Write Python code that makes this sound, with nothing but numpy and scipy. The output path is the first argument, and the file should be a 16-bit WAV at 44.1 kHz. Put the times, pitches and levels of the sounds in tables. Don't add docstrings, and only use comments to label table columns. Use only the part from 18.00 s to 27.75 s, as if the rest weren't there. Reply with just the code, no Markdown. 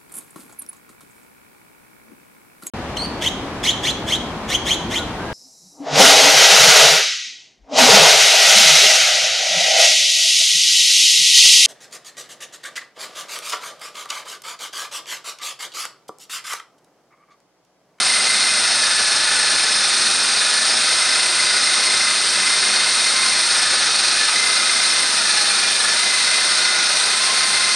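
import sys
import numpy as np
from scipy import signal
from scipy.fft import rfft, irfft, next_fast_len
from scipy.io import wavfile
from scipy.ndimage import map_coordinates

SR = 44100
rng = np.random.default_rng(int(sys.argv[2]) if len(sys.argv) > 2 else 0)


def unload_wav(signal):
    wavfile.write(
        sys.argv[1],
        SR,
        np.round(np.clip(np.atleast_2d(signal).T, -1, 1) * 32767).astype(np.int16),
    )


N = 429975
SEGMENTS = 35
# (frequency [Hz], width [Hz], lift at ring=1 [dB])
BLADE_MODES = [(613, 28, 3.5), (762, 13, 0.5), (1080, 31, 1), (1269, 91, 8.5), (1424, 85, 7), (1525, 66, 6),
               (1780, 46, 1.5), (2060, 150, 2), (2473, 94, 8), (2620, 160, 5), (2800, 110, 3.5),
               (3106, 195, 5.5), (3560, 200, 6.5), (3690, 79, 6.5), (3876, 65, 4.5), (4060, 174, 5.5),
               (4255, 60, 5), (4366, 99, 5.5), (4725, 210, 7.5), (5276, 207, 10.5), (5803, 186, 9.5),
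               (6200, 300, 7.5), (6476, 130, 9.5), (6930, 250, 8), (7680, 390, 10), (8310, 220, 10.5),
               (8700, 310, 3), (9120, 230, 4.5), (9590, 370, 5.5)]


def cutting(speed, turns, bite_db):
    free_speed, bound_speed = 31, 23.4
    load = (free_speed - speed) / (free_speed - bound_speed)
    throb_db = 0.17 + 0.48 * load
    noise = grinding(turns, throb_db, load) + spray(turns, throb_db) + slot_rumble(turns, throb_db)
    return noise + chatter(turns, bite_db)


def grinding(turns, throb_db, load):
    # (frequency [Hz], relative density [dB])
    grit_spectrum = [(500, -42), (900, -13), (1200, -8.5), (1800, -2.5), (3000, -9.5), (4200, -1.63),
                     (5500, -7), (7300, -18), (8000, -28.5), (10000, -53)]
    light_start = np.exp(-(np.arange(N) / SR / 1.4) ** 2)
    gain_db = -18 + 0.2 * load - 0.17 * light_start
    force = scrape(turns, throb_db, stones_db=0.47)
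    return amp(gain_db) * resonate(force, grit_spectrum, BLADE_MODES, ring=0.91)


def spray(turns, throb_db):
    # (frequency [Hz], relative density [dB])
    hiss_spectrum = [(5000, -49), (7300, -18), (8000, -16), (8800, -1.5), (10200, -15.5), (11200, -27),
                     (11600, -25.5)]
    # (time [s], relative level [dB])
    hiss_levels = [(0.0, -22.8), (1.25, -24.0), (5.5, -23.5), (5.75, -25.0), (7.0, -24.0), (8.5, -24.5),
                   (8.75, -27), (9.0, -24), (9.75, -24)]
    gain_db, = curves(hiss_levels)
    force = scrape(turns, 1.6 * throb_db, stones_db=0.54)
    return amp(gain_db + 0.3) * resonate(force, hiss_spectrum, BLADE_MODES)


def chatter(turns, bite_db):
    # (frequency [Hz], relative density [dB])
    contact_spectrum = [(200, -36), (650, -8.5), (820, -4.5), (900, -7.5), (1000, -11), (1300, -11.5),
                        (1600, -9), (1900, -7.5), (2400, -4), (3000, -13.5), (4300, -6), (5300, -5),
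                        (6000, -14), (10000, -42)]
    # (frequency [Hz], width [Hz], lift [dB])
    disc_modes = [(1070, 37, 6), (1461, 60, 4), (1742, 130, 14), (2061, 195, 14.5), (2436, 90, 13),
                  (3600, 60, -7), (4060, 65, 10), (4300, 48, 6), (5220, 150, 16.5)]
    runout_db, wear_db, scatter_db, snag_db, jitter_ms = 6.0, 4.5, 2.5, 1.7, 0.052
    strike = np.arange(1, int(turns[-1] * SEGMENTS))
    wear = rng.standard_normal(SEGMENTS)[strike % SEGMENTS]
    snag = amp(snag_db * wobble(35))
    scatter, jitter = rng.standard_normal((len(strike), 2)).T
    high_side = np.cos(2 * np.pi * strike / SEGMENTS)
    force = amp(runout_db * high_side + wear_db * wear + scatter_db * scatter)
    at = np.interp(strike / SEGMENTS, turns, np.arange(N))
    at = np.clip(at + jitter * jitter_ms * SR / 10 ** 3, 0, N - 2)
    whole, part = at.astype(int), at % 1
    blows = np.bincount(whole, force * (1 - part), N) + np.bincount(whole + 1, force * part, N)
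    return amp(-32 + bite_db) * resonate(snag * blows, contact_spectrum, disc_modes)


def slot_rumble(turns, throb_db):
    # (frequency [Hz], relative density [dB])
    rumble_spectrum = [(20, -33), (45, -26), (80, -16.5), (150, -8.5), (250, -5.5), (350, -2.5),
                       (450, -1.5), (800, 2), (1100, -1), (1600, -9.5), (3000, -47.5)]
    gain_db = -33.5 + 0.13 * wobble(3)
    force = scrape(turns, throb_db, stones_db=1.4)
    return amp(gain_db) * resonate(force, rumble_spectrum, BLADE_MODES, ring=0.78)


def whine(speed, turns, bite_db):
    # (time [s], level [dB])
    whine_levels = [(0, -54), (1.1, -53), (1.3, -40), (1.55, -54), (2.8, -53), (3.1, -45), (3.9, -41),
                    (4.3, -52), (5.0, -45), (5.25, -35), (5.45, -44), (6.3, -54), (6.9, -39), (7.15, -41),
                    (7.35, -39), (7.6, -44), (7.95, -44), (8.2, -49), (9.05, -41), (9.3, -33),
                    (9.75, -37.5)]
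    # (frequency [Hz], capture range [Hz], level before bite and lock [dB])
    locking_modes = [(1727, 100, -33), (2064, 120, -33)]
    pull = 0.15
    segment_hz = SEGMENTS * speed
    level_db, = curves(whine_levels)
    out = amp(level_db) * rubbed_tone(segment_hz, turns, waver=0.008, runout_db=3.0, flutter_db=2.0)
    for hz, capture_hz, db in locking_modes:
        detuning = 2 * segment_hz - hz
        lock = 1 / np.sqrt(1 + (detuning / capture_hz) ** 4)
        mode = rubbed_tone(hz + pull * detuning, turns, waver=0.00649, runout_db=3.5, flutter_db=1.6)
        out += amp(db + bite_db) * lock * mode
    return out


def singing(turns):
    # (start [s], end [s], frequency [Hz], crest level before flutter [dB])
    spells = [(0, 1.45, 5250, -35), (1.193, 1.451, 1465, -32), (1.499, 1.9, 5230, -28),
              (1.9, 2.8, 5225, -34), (2.85, 3.3, 5225, -30), (3.3, 3.781, 1462, -31.5),
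              (3.35, 3.652, 4760, -28), (3.78, 4.0, 5255, -30), (4.65, 5.173, 4320, -28.5),
              (5.27, 5.55, 4350, -31), (5.5, 5.9, 5220, -32), (5.65, 6.15, 4400, -38),
              (5.878, 6.12, 4740, -31), (6.029, 6.24, 2483, -37), (6.1, 6.95, 1275, -37),
              (6.5, 6.949, 5240, -36), (7.22, 7.88, 2413, -33), (7.28, 7.65, 4270, -28),
              (7.949, 8.8, 2462, -38), (8.2, 9.1, 4370, -31), (8.55, 8.9, 1443, -28.5)]
    t, out = np.arange(N) / SR, np.zeros(N)
    waver = 1 + 0.0058 * wobble(160)
    flutter_db = 1.3 * wobble(40) + 2.5 * np.cos(2 * np.pi * turns)
    for start, end, hz, db in spells:
        on = (t > start) & (t < end)
        swell = np.sqrt(np.abs(np.sin(np.pi * (t[on] - start) / (end - start))))
        out[on] += amp(db + flutter_db[on]) * swell * tone(hz * waver[on])
    return out


def engine():
    # (time [s], firing rate [Hz])
    hunting = [(0, 53.3), (.5, 52.1), (1.0, 54.4), (1.8, 53.6), (2.85, 50.45), (4.0, 52.86), (4.4, 51.6),
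               (4.85, 53.1), (5.3, 52.5), (5.85, 54.3), (6.35, 51.35), (6.85, 52.74), (7.6, 51.86),
               (8.1, 50.46), (9.1, 50.8), (9.55, 52.8)]
    firing_hz, = curves(hunting)
    uneven_hz = firing_hz * (1 + 0.00505 * wobble(16))
    return exhaust(firing_hz, uneven_hz) + housing(firing_hz, uneven_hz)


def exhaust(firing_hz, uneven_hz):
    # (order [x firing rate], relative level [dB])
    harmonics = [(1, -6), (2, 0), (3, -0.5), (8, 0)]
    governed_hz, half_rise_order = 52.9, 4.6
    rise_db = 1.9 * (firing_hz - governed_hz)
    level_db = -58.5 + 0.87 * wobble(45)
    out = np.zeros(N)
    for order, db in harmonics:
        order_db = db + rise_db / (1 + (order / half_rise_order) ** 2) + 1.7 * wobble(6)
        out += amp(level_db + order_db) * tone(order * uneven_hz)
    return out


def housing(firing_hz, uneven_hz):
    # (order [x firing rate], relative level [dB])
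    partials = [(4, -5), (4.5, -6.5)]
    boom_db = -51.5 + resonance(firing_hz, centre=52.63, width=0.79, lift_db=4.5)
    return sum(amp(boom_db + db + 3.2 * wobble(14)) * tone(order * uneven_hz * (1 + 0.00513 * wobble(14)))
               for order, db in partials)


def casing():
    drone_hz = [359.3, 623.6, 771.5]
    # (time [s], low drone [dB], middle drone [dB], high drone [dB])
    drone_levels = [(0, -60, -52, -50), (.5, -60, -47, -48), (1.4, -60, -47.5, -51), (2.0, -46, -51, -49),
                    (2.3, -56, -51, -49), (2.7, -58, -46, -49), (3.2, -50, -47, -50),
                    (4.3, -50.5, -50, -53), (5.1, -49, -52, -54), (6.2, -57, -60, -55),
                    (6.7, -48, -52, -49), (7.5, -53, -51, -49), (8.2, -64, -45.5, -47),
                    (8.75, -44, -46, -46), (9.05, -60, -47, -47), (9.75, -49, -55, -56)]
    return sum(amp(db + 1.8 * wobble(16)) * tone(hz * (1 + 0.01392 * wobble(30)))
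               for hz, db in zip(drone_hz, curves(drone_levels)))


def yard(x):
    # (delay [s], gain [dB])
    echoes = [(.0041, -25.5), (.0137, -19.5), (.0212, -17.5), (.0335, -17)]
    return x + sum(amp(db) * np.pad(x, (round(delay * SR), 0))[:N] for delay, db in echoes)


def scrape(turns, runout_db, stones_db):
    pressure_db = runout_db * np.cos(2 * np.pi * turns) + stones_db * wobble(45)
    return amp(pressure_db) * rng.standard_normal(N)


def rubbed_tone(hz, turns, waver, runout_db, flutter_db):
    swell_db = runout_db * np.cos(2 * np.pi * turns) + flutter_db * wobble(32)
    return unit(amp(swell_db) * tone(hz * (1 + waver * wobble(110))))


def resonate(force, spectrum, modes, ring=1.0, size=8192):
    hz = np.fft.rfftfreq(size, 1 / SR)
    knot_hz, knot_db = np.transpose(spectrum)
    broad_db = np.interp(np.log(hz + 1), np.log(knot_hz + 1), knot_db)
    lift_db = sum(resonance(hz, *mode) for mode in modes)
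    cepstrum = irfft(np.log(amp(broad_db + ring * lift_db)))
    cepstrum[1:size // 2] *= 2
    cepstrum[size // 2 + 1:] = 0
    response = irfft(np.exp(rfft(cepstrum)))
    return unit(signal.fftconvolve(force, response)[:N])


def resonance(hz, centre, width, lift_db):
    return lift_db / (1 + (2 * (hz - centre) / width) ** 2)


def tone(hz):
    return np.sqrt(2) * np.sin(2 * np.pi * np.cumsum(hz) / SR)


def wobble(rate):
    return map_coordinates(rng.standard_normal(int(N * rate / SR) + 4), [np.arange(N) * rate / SR])


def curves(rows):
    times, *columns = np.transpose(rows)
    return [np.interp(np.arange(N) / SR, times, column) for column in columns]


def amp(db):
    return 10 ** (np.asarray(db) / 20)


def unit(x):
    return x / np.sqrt(np.mean(x ** 2) + 1e-20)


def scene():
    # (time [s], speed [turns/s], bite change [dB])
    labouring = [(0, 29.7, 2.5), (.58, 29.3, 1), (.76, 25.6, 4), (1.12, 23.9, 0), (1.3, 25.6, 1.5),
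                 (1.7, 24.7, 1.5), (1.95, 22.2, -3), (2.3, 22.7, -2), (2.58, 25.3, 2), (2.95, 28.7, 2.5),
                 (3.4, 29.5, 1.5), (3.98, 29.8, 2.5), (4.28, 27.2, 1), (4.52, 29.6, 4), (4.95, 30.6, -1.5),
                 (5.3, 29.8, 3.5), (5.52, 26, 3.5), (5.8, 24.8, -1), (6.03, 22.6, -8), (6.24, 24.9, 5),
                 (6.4, 29.5, 3.5), (6.75, 30.3, 4), (7.0, 29.5, 0), (7.15, 27, 1), (7.33, 24.2, 1),
                 (7.57, 22.8, -2), (7.74, 23.2, 2), (7.88, 25.2, 3), (8.02, 28.6, 4), (8.25, 29.3, 5),
                 (8.5, 29.2, 0.5), (8.8, 29.2, 4), (9.03, 28.6, -2), (9.3, 30.2, 1), (9.75, 29.7, 3)]
    speed, bite_db = curves(labouring)
    jerked_speed = speed * (1 + 0.014 * wobble(110))
    turns = np.cumsum(jerked_speed) / SR
    drone = engine() + casing()
    tones = whine(speed, turns, bite_db) + singing(turns)
    saw = amp(-0.23) * yard(cutting(speed, turns, bite_db)) + tones + drone
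    return np.array([saw, saw])


def record(dry):
    top_hz = 11600
    size = next_fast_len(N + SR // 2)
    passband = np.fft.rfftfreq(size, 1 / SR) < top_hz
    return irfft(rfft(dry, size) * passband, size)[:, :N]


dry = scene()
out = record(dry)
unload_wav(out)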